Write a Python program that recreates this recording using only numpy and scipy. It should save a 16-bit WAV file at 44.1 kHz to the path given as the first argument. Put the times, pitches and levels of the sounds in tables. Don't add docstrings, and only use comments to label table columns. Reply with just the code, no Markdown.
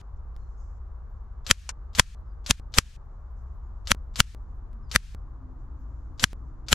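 import sys
import numpy as np
from scipy import signal
from scipy.fft import rfft, irfft
from scipy.io import wavfile
from scipy.ndimage import uniform_filter1d

SR = 44100
rng = np.random.default_rng(int(sys.argv[2]) if len(sys.argv) > 2 else 0)


def to_wav(sig):
    pcm = np.clip(np.atleast_2d(sig), -1, 1) * 32767
    pcm = np.round(pcm).astype(np.int16)
    wavfile.write(sys.argv[1], SR, pcm.T)


def decibels_to_gain(level_db):
    exponent = np.asarray(level_db, float) / 20
    return 10 ** exponent


N = 297234
LEAD_S = 0.0098


# (pitch [Hz], level [dB], t60 [s])
POST_MODES = [(2060, -9, 0.0024), (2687, -5.5, 0.017), (3342, 3, .012), (3990, -1.5, 0.0045),
              (5085, -2.5, 0.01), (5980, -1.5, .008), (7128, 2, 0.0094), (8240, -7, 0.0018),
              (9800, -8.5, 0.0059), (10950, -7, 0.023)]


def smack(wood_hz, wood_db, card_db, split_db, spray):
    knocks = np.zeros(round(.06 * SR))
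    at = np.sort(rng.integers(10, 180, size=9))
    splits = rng.uniform(0.057, 1.0, size=9) * rng.choice([-1, 1], size=9)
    knocks[[0, *at]] = [-1.6, *splits]
    knocks[round(.003 * SR)] = -2.0
    knocks[1:] *= decibels_to_gain(split_db)
    snap = knocks * (np.arange(len(knocks)) == 0)

    wood = np.array([ring(knocks, wood_hz * share, 0.03) for share in rng.uniform(.93, 1.1, size=2)])
    thud = ring(snap, wood_hz * 1.2, .003) - decibels_to_gain(-4.0) * ring(snap, wood_hz * 1.95, 0.0035)
    wood = decibels_to_gain(-2.5) * wood + decibels_to_gain(7.5) * thud
    wood[0] = np.roll(wood[0], round(.00007 * SR))

    out = decibels_to_gain(wood_db) * wood + decibels_to_gain(-1.0 + card_db + split_db) * spray
    out = out + decibels_to_gain(1.5) * ring(snap, 4500, 0.0012)
    out = out + decibels_to_gain(-1.0) * ring(snap, 9500, 0.0015) * decibels_to_gain([[2.5], [-2.5]])
    for hz, level_db, t60 in POST_MODES:
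        chance_db = np.clip(rng.normal(0, 1.5, size=(2, 1)), -4, 4)
        out = out + decibels_to_gain(level_db - 10.5 + card_db + chance_db) * ring(knocks, hz, t60)

    bark = decibels_to_gain(-16.5) * ring(knocks, 520, 0.047)
    hollow = np.array([np.roll(bark, round(0.00041 * SR)), bark])
    return band(band(out, 1100, 10000), 860, 16000) + hollow


OPEN_DB, REACT_S, CRUSH_DB, CRUSH_S, FALL_DB_PER_S = 1, 0.00054, 37, .006, 618.5


def crush_db(t):
    late = np.maximum(t - REACT_S, 0)
    return OPEN_DB - CRUSH_DB * (1 - np.exp(-late / CRUSH_S)) - FALL_DB_PER_S * late


# (time [s], peak [dB], wood pitch [Hz], wood level [dB], card level [dB])
PELLET_HITS = [
    (1.5112, -3, 1346, -6, -0.8),
    (1.996, -3.5, 1006, 3.5, 1.5),
    (2.509, -8.5, 1461, -11, 0.9),
    (2.7846, -4.5, 1036, -1.5, -0.45),
    (3.9170, -7, 1431, 0, -1.5),
    (4.2031, -5.5, 1455, -2.5, 0.5),
    (4.9604, -7, 1698, -0.5, -3),
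    (6.2403, -5.5, 1458, -2, -2),
    (6.7285, -4.5, 1553, -2.5, -1.5),
]
# (frequency [Hz], level [dB per Hz])
SPRAY_SPECTRUM = [(350, -31), (600, -12.5), (1230, -2), (2710, -8.5), (3880, -9), (5480, -7.5),
                  (7320, -7.5), (7850, -12.5), (11400, -12.5), (16300, -40)]
# (frequency [Hz], level [dB per Hz])
SMEAR_SPECTRUM = [(290, -30), (500, 0.5), (660, -6.5), (3330, -6), (4460, -9.5), (5470, -8), (7760, -5.5),
                  (8980, -11.5), (13300, -15), (16300, -37)]
# (frequency [Hz], level [dB per Hz])
WOBBLE_SPECTRUM = [(50, -20.5), (90, -6), (170, -5.5), (235, -2.5), (255, -29)]
WOBBLE_DB, SMEAR_DB = -27.5, -28.5


def pellets():
    direct, ghost = np.zeros((2, 2, N))
    recoil, smear, faint, wobble = np.zeros((4, N))
    spray = noise(SPRAY_SPECTRUM, alike=0.52)
    for k, (s, peak_db, wood_hz, wood_db, card_db) in enumerate(PELLET_HITS):
        recoil_db, copy_db, split_db = SHOTS[k][1:]
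        own_spray = spray[:, k * 4000:][:, :round(.06 * SR)]
        sound = smack(wood_hz, wood_db, card_db, split_db, own_spray)
        add(direct, decibels_to_gain(peak_db) * sound, s)
        add(recoil, -decibels_to_gain(recoil_db) * np.hanning(round(.0068 * SR)), s + 0.00027)
        add(wobble, decibels_to_gain(WOBBLE_DB) * np.hanning(round(.024 * SR)), s - .017)
        early = band(sound[:, :round(LEAD_S * SR)], 980, 4000) * fade(0.024, LEAD_S)
        add(ghost, decibels_to_gain(copy_db) * early, s - LEAD_S)
        add(ghost, decibels_to_gain(copy_db - 12.5) * early, s - 2 * LEAD_S)
        add(smear, decibels_to_gain(SMEAR_DB) * fade(-0.08, LEAD_S), s - LEAD_S)
        add(faint, decibels_to_gain(SMEAR_DB - 13.0) * fade(-0.048, LEAD_S), s - 2 * LEAD_S)
        add(faint, decibels_to_gain(SMEAR_DB - 18.5) * fade(-.3, 2 * LEAD_S), s - 4 * LEAD_S)
    squeeze = after_hits(crush_db, rest_db=-200)
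    haze = noise(SMEAR_SPECTRUM, alike=0.33)
    bright = (squeeze * direct + ghost + smear * haze + edge(faint * haze)) * decibels_to_gain([[1.1], [-1.1]])
    return bright + recoil + wobble * noise(WOBBLE_SPECTRUM, alike=0.42)


# (muzzle click time [s], post recoil [dB], early smack copy [dB], wood splitting [dB])
SHOTS = [
    (1.4656, -14.5, -20.5, -0.5),
    (1.9506, -10.5, -24, 1.5),
    (2.463, -14.5, -27.5, 1),
    (2.7399, -11, -30.5, 4.5),
    (3.8725, -16.5, -23.5, -5.5),
    (4.1582, -11.5, -29.5, -1),
    (4.9145, -17, -23.5, -2),
    (6.1962, -16, -32, -1.5),
    (6.6843, -15.5, -26, -2.5),
]
# (frequency [Hz], level [dB per Hz])
SCATTER_SPECTRUM = [(470, -42.5), (800, -21), (1260, -3), (1860, -11), (3590, 0), (7560, -5), (9020, -23),
                    (12100, -18.5), (13700, -29.5), (16300, -80)]
MUZZLE_DB = -19
CUT_SHOT_S, CUT_SHOT_DB = .3642, -48


def muzzles():
    clicks, scatter = np.zeros(N), np.zeros(N)
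    for s, *_ in SHOTS:
        for lag_s, echo_db in [(0, 0), (.003, -6.), (-LEAD_S, -27.)]:
            clicks[round((s + lag_s) * SR)] -= decibels_to_gain(MUZZLE_DB + echo_db - 2.0)
        add(scatter, decibels_to_gain(MUZZLE_DB - 17.0) * fade(0.12, 0.038), s + 0.00084)
        add(scatter, decibels_to_gain(MUZZLE_DB - 45.5) * fade(4.9, LEAD_S), s - LEAD_S)
        add(scatter, decibels_to_gain(MUZZLE_DB - 45.0) * fade(9., LEAD_S), s - 2 * LEAD_S)
    clicks[round(CUT_SHOT_S * SR)] -= decibels_to_gain(CUT_SHOT_DB)
    clicks[round((CUT_SHOT_S - LEAD_S) * SR)] -= decibels_to_gain(CUT_SHOT_DB - 15.0)
    crack = decibels_to_gain(3.0) * ring(clicks, 4600, 0.0018) + decibels_to_gain(-31.0) * ring(clicks, 1300, 0.0018)
    return (band(crack, 500, 8000) + scatter * noise(SCATTER_SPECTRUM, alike=0.69)) * decibels_to_gain([[2.2], [-2.2]])


TREES_DB, NEAR_DB, NEAR_S, THIN_DB_PER_S = -59, -11.5, .012, 15
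CLEARING_S, CLEARING_WIDE_S, CLEARING_DB = .055, 0.01, 3.5


def echo_db(t):
    clearing = np.exp(-((t - CLEARING_S) / CLEARING_WIDE_S) ** 2)
    return TREES_DB + NEAR_DB * np.exp(-t / NEAR_S) - THIN_DB_PER_S * t - CLEARING_DB * clearing


# (frequency [Hz], level [dB per Hz])
TREE_SPECTRUM = [(790, -37), (1350, -6), (1420, -9.5), (1730, -3), (1980, -8), (2430, -4.5), (6710, -9),
                 (12000, -22.5), (14500, -33)]


def trees():
    level = after_hits(echo_db, rest_db=-200)
    level[:round(SPLICES_HEARD[0][0] * SR)] = decibels_to_gain(-61.0)
    return level * noise(TREE_SPECTRUM, alike=0.56) * decibels_to_gain([[1.1], [-1.1]])


# (time [s], level [dB], t60 [s])
SPLINTERS = [
    (1.6915, -25.5, 0.043),
    (1.5, -35, 0.044),
    (1.655, -68, .02),
]
# (frequency [Hz], level [dB per Hz])
SPLINTER_SPECTRUM = [(240, -47), (400, -16.5), (1130, -3.5), (1630, -1.5), (2120, -3.5), (3690, -12.5),
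                     (5350, -3.5), (7170, -4.5), (12100, -28), (16000, -65)]


def splinters():
    level = np.zeros(N)
    for s, level_db, t60 in SPLINTERS:
        end = min(c for c, jump in SPLICES_HEARD if c > s)
        add(level, decibels_to_gain(level_db) * fade(t60, end - s), s)
    return level * noise(SPLINTER_SPECTRUM, alike=0.5) * decibels_to_gain([[1.5], [-1.5]])


# (time [s], length [s], from pitch [Hz], to pitch [Hz], level [dB])
BIRD_CALLS = [
    (.372, .18, 4235, 4200, -91),
    (.57, .05, 6720, 6600, -80),
    (2.16, .085, 4050, 4125, -96),
    (2.25, .11, 5400, 4550, -92),
    (3.62, .08, 6780, 6700, -93),
    (4.82, .095, 5480, 4420, -83),
]
# (time [s], length [s], from pitch [Hz], to pitch [Hz], level [dB])
ENGINE_NOTES = [
    (4.73, 0.12, 223, 215, -58),
    (5.4, .12, 264.5, 256, -56.5),
]
GLIDE_BEND, WAVER = 1.4, 0.00575
GLIDE_ATTACK, NOTE_ATTACK = 0.69, .15


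def whistles(calls, flutter_s):
    out, t = np.zeros(N), np.arange(N) / SR
    flutter = 0.86 + 0.48 * wander(flutter_s)
    waver = 1 + WAVER * wander(flutter_s)
    for s, length_s, from_hz, to_hz, level_db in calls:
        left_to_fall = np.clip(1 - (t - s) / length_s, 0, 1) ** GLIDE_BEND
        hz = to_hz + (from_hz - to_hz) * left_to_fall
        attack = GLIDE_ATTACK if from_hz > 1.1 * to_hz else NOTE_ATTACK
        tone = np.sin(2 * np.pi * np.cumsum(hz * waver) / SR)
        out += swell(s, length_s, attack) * decibels_to_gain(level_db + 8.5) * tone
    return out * flutter


REST_DB, DUCK_DB, DUCK_S, HOLD_S, CLIMB_DB_PER_S = 1.5, 12, 0.014, 0.14, 99.5


def duck_db(t):
    return REST_DB - DUCK_DB * (1 - np.exp(-t / DUCK_S)) + CLIMB_DB_PER_S * np.maximum(t - HOLD_S, 0)


# (time [s], length [s], level [dB])
LEAF_STIRS = [(.16, .04, -86), (0.36, 0.23, -80), (0.562, 0.23, -75.5), (1.15, .06, -94), (2.999, .3, -101),
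              (3.36, .2, -85.5), (3.622, 0.32, -91), (4.362, 0.38, -96), (5.18, .06, -93),
              (5.58, 0.091, -88), (5.75, 0.47, -87), (6.341, 0.35, -91.5)]
# (frequency [Hz], level [dB per Hz])
LEAF_SPECTRUM = [(4300, -24.5), (5000, -4), (6800, 0.5), (7700, -4.5), (8300, -25)]
# (frequency [Hz], level [dB per Hz])
STILL_SPECTRUM = [(1760, -32), (3000, -4), (7150, -2.5), (8700, -16), (11000, -23), (16000, -25.5)]
STILL_DB, LEAF_REST_DB = -88.5, -100


def leaves():
    stir = decibels_to_gain(LEAF_REST_DB)
    stir = stir + sum(decibels_to_gain(db) * swell(s, length_s, attack=0.16) for s, length_s, db in LEAF_STIRS)
    patchy = decibels_to_gain(2.0 * wander(.04))
    return stir * patchy * noise(LEAF_SPECTRUM) + decibels_to_gain(STILL_DB) * noise(STILL_SPECTRUM)


def cricket():
    t = np.arange(N) / SR - .105 + .015 * wander(.15)
    throb = np.maximum(np.cos(2 * np.pi * 8.1 * t), 0) ** 2
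    shrill = noise([(11400, -18.5), (11900, -0.5), (12400, -20.0)], alike=0.27)
    return decibels_to_gain(-93 + 3.0 * wander(.08)) * throb * shrill


# (time [s], road rumble [dB], far engine [dB])
TRAFFIC_LEVELS = [(0, -46, -81.5), (.15, -37.5, -79.5), (1.2, -39, -77.5), (1.75, -39.5, -78),
                  (2.4, -39, -74.5), (2.7, -39.5, -70), (3.06, -42.5, -78.5), (3.3, -39, -77.5),
                  (3.9, -37, -72.5), (4.8, -38.5, -67), (5.17, -37, -71.5), (5.35, -41, -61),
                  (5.8, -38, -62), (6.2, -39, -62.5), (6.74, -40.5, -58.5)]
# (frequency [Hz], level [dB per Hz])
RUMBLE_SPECTRUM = [(8.8, -35), (15, -6.5), (38, 0.5), (54, 3.5), (73, -3.5), (92, -14.5), (100, -15),
                   (130, -51), (220, -120)]
# (frequency [Hz], level [dB per Hz])
DRONE_SPECTRUM = [(59, -29), (100, -1), (122, 4), (156, -7), (240, -11), (310, -38.5), (530, -120)]
# (frequency [Hz], level [dB per Hz])
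HISS_SPECTRUM = [(200, -29.5), (340, -2.5), (396, -1), (541, -5), (740, -4), (1170, -1.5), (2510, -32),
                 (3250, -38), (4500, -37.5), (5850, -62.5), (9900, -120)]
# (frequency [Hz], level [dB per Hz])
ENGINE_SPECTRUM = [(235, -27), (250, 0), (290, -5), (340, -4), (360, -33)]
HISS_DB, DRONE_DB, DRONE_FOLLOWS = -62, -56, .25
RUMBLE_DUCK, DRONE_DUCK = 0.28, .3


def background():
    rumble = noise(RUMBLE_SPECTRUM)
    own_swell = np.sqrt(uniform_filter1d(np.mean(rumble ** 2, 0), round(.06 * SR)) + 0.29)
    rumble = rms_one(rumble / own_swell)
    rumble_db, engine_db = in_time(TRAFFIC_LEVELS)
    drone_db = DRONE_DB + DRONE_FOLLOWS * (engine_db - engine_db.mean())
    duck = after_hits(duck_db, REST_DB)
    road = decibels_to_gain(engine_db) * noise(ENGINE_SPECTRUM) + decibels_to_gain(HISS_DB) * noise(HISS_SPECTRUM)
    low = duck ** RUMBLE_DUCK * decibels_to_gain(rumble_db) * rumble
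    low = low + duck ** DRONE_DUCK * decibels_to_gain(drone_db) * noise(DRONE_SPECTRUM)
    left, right = (low + duck * (road + leaves() + cricket())) * decibels_to_gain([[.6], [-.6]])
    return np.array([np.roll(left, 1), right])


def rms_one(x):
    return x / np.sqrt(np.mean(x ** 2) + 1e-20)


def in_time(rows):
    s, *columns = np.transpose(rows)
    return [np.interp(np.arange(N) / SR, s, c) for c in columns]


# (frequency [Hz], likeness [0-1])
OPEN_AIR_LIKENESS = [(60, 0.98), (180, 0.8), (550, 0.51), (1650, 0.6), (4970, 0.099), (15000, 0.42)]


def noise(spectrum, alike=None):
    log_hz = np.log(np.maximum(np.fft.rfftfreq(N, 1 / SR), 1))
    hz, db = np.transpose(spectrum)
    gain = decibels_to_gain(np.interp(log_hz, np.log(hz), db, left=-99, right=-99))
    if alike is None:
        hz, likeness = np.transpose(OPEN_AIR_LIKENESS)
        alike = np.interp(log_hz, np.log(hz), likeness)
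    mid, side = rfft(rng.standard_normal((2, N))) * gain
    return rms_one(irfft(np.sqrt(1 + alike) * mid + np.sqrt(1 - alike) * side * [[1], [-1]], N))


def ring(clicks, hz, t60):
    r, w = decibels_to_gain(-60 / (t60 * SR)), 2 * np.pi * hz / SR
    return signal.lfilter([0, np.sin(w)], [1, -2 * r * np.cos(w), r * r], clicks + 1e-18)


def add(out, sound, s):
    i = round(s * SR)
    out[..., i:i + sound.shape[-1]] += sound[..., :N - i]


def fade(t60, length_s):
    return decibels_to_gain(-60 * np.arange(round(length_s * SR)) / SR / t60)


def swell(s, length_s, attack):
    out, t = np.zeros(N), np.arange(round(length_s * SR)) / SR
    gate = np.clip(np.minimum(t, length_s - t) / .01, 0, 1)
    rise_db = np.interp(t, [0, attack * length_s, length_s], [-8.5, 0, -8.5])
    add(out, gate * decibels_to_gain(rise_db), s)
    return out


def wander(slow_s):
    width = round(slow_s * SR)
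    return rms_one(uniform_filter1d(uniform_filter1d(rng.standard_normal(N), width), width))


def after_hits(shape_db, rest_db):
    out = np.full(N, float(rest_db))
    for hit in PELLET_HITS:
        end = min([c for c, jump in SPLICES_HEARD if c > hit[0]] + [N / SR])
        span = slice(round(hit[0] * SR), round(end * SR))
        out[span] = shape_db(np.arange(span.stop - span.start) / SR)
    return decibels_to_gain(out)


def band(x, low_hz, high_hz):
    return signal.sosfilt(signal.butter(2, [low_hz, high_hz], "band", fs=SR, output="sos"), x)


def edge(x):
    return signal.sosfilt(signal.cheby2(8, 40, 14300, fs=SR, output="sos"), x)


def scene():
    near = pellets()
    far = whistles(BIRD_CALLS, 0.0047) * decibels_to_gain([[1.5], [-1.5]]) + whistles(ENGINE_NOTES, 0.3)
    return near + edge(muzzles() + splinters()) + trees() + far + background()


def band_limit(x):
    return signal.sosfilt(signal.butter(12, 16480, fs=SR, output="sos"), x)


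# (time [s], jump of the wave [full scale])
SPLICES_HEARD = [(.01492, -.007), (.36492, .009), (1.71492, .001), (2.14825, .002), (2.59825, -.011),
                 (2.96492, -.0005), (3.94825, -.035), (4.34825, -.026), (4.73159, .004), (5.14825, -.028),
                 (6.33159, -.028)]


def record(dry):
    steps = np.zeros(N)
    for s, jump in SPLICES_HEARD:
        add(steps, jump * fade(0.031, .05), s + 1 / SR)
    flattened = np.clip(dry, -.95, .95)
    soft_top = signal.sosfilt(signal.cheby2(10, 45, 16600, fs=SR, output="sos"), flattened)
    return band_limit(np.clip(soft_top + steps, -1, 1))


dry = scene()
out = record(dry)
to_wav(out)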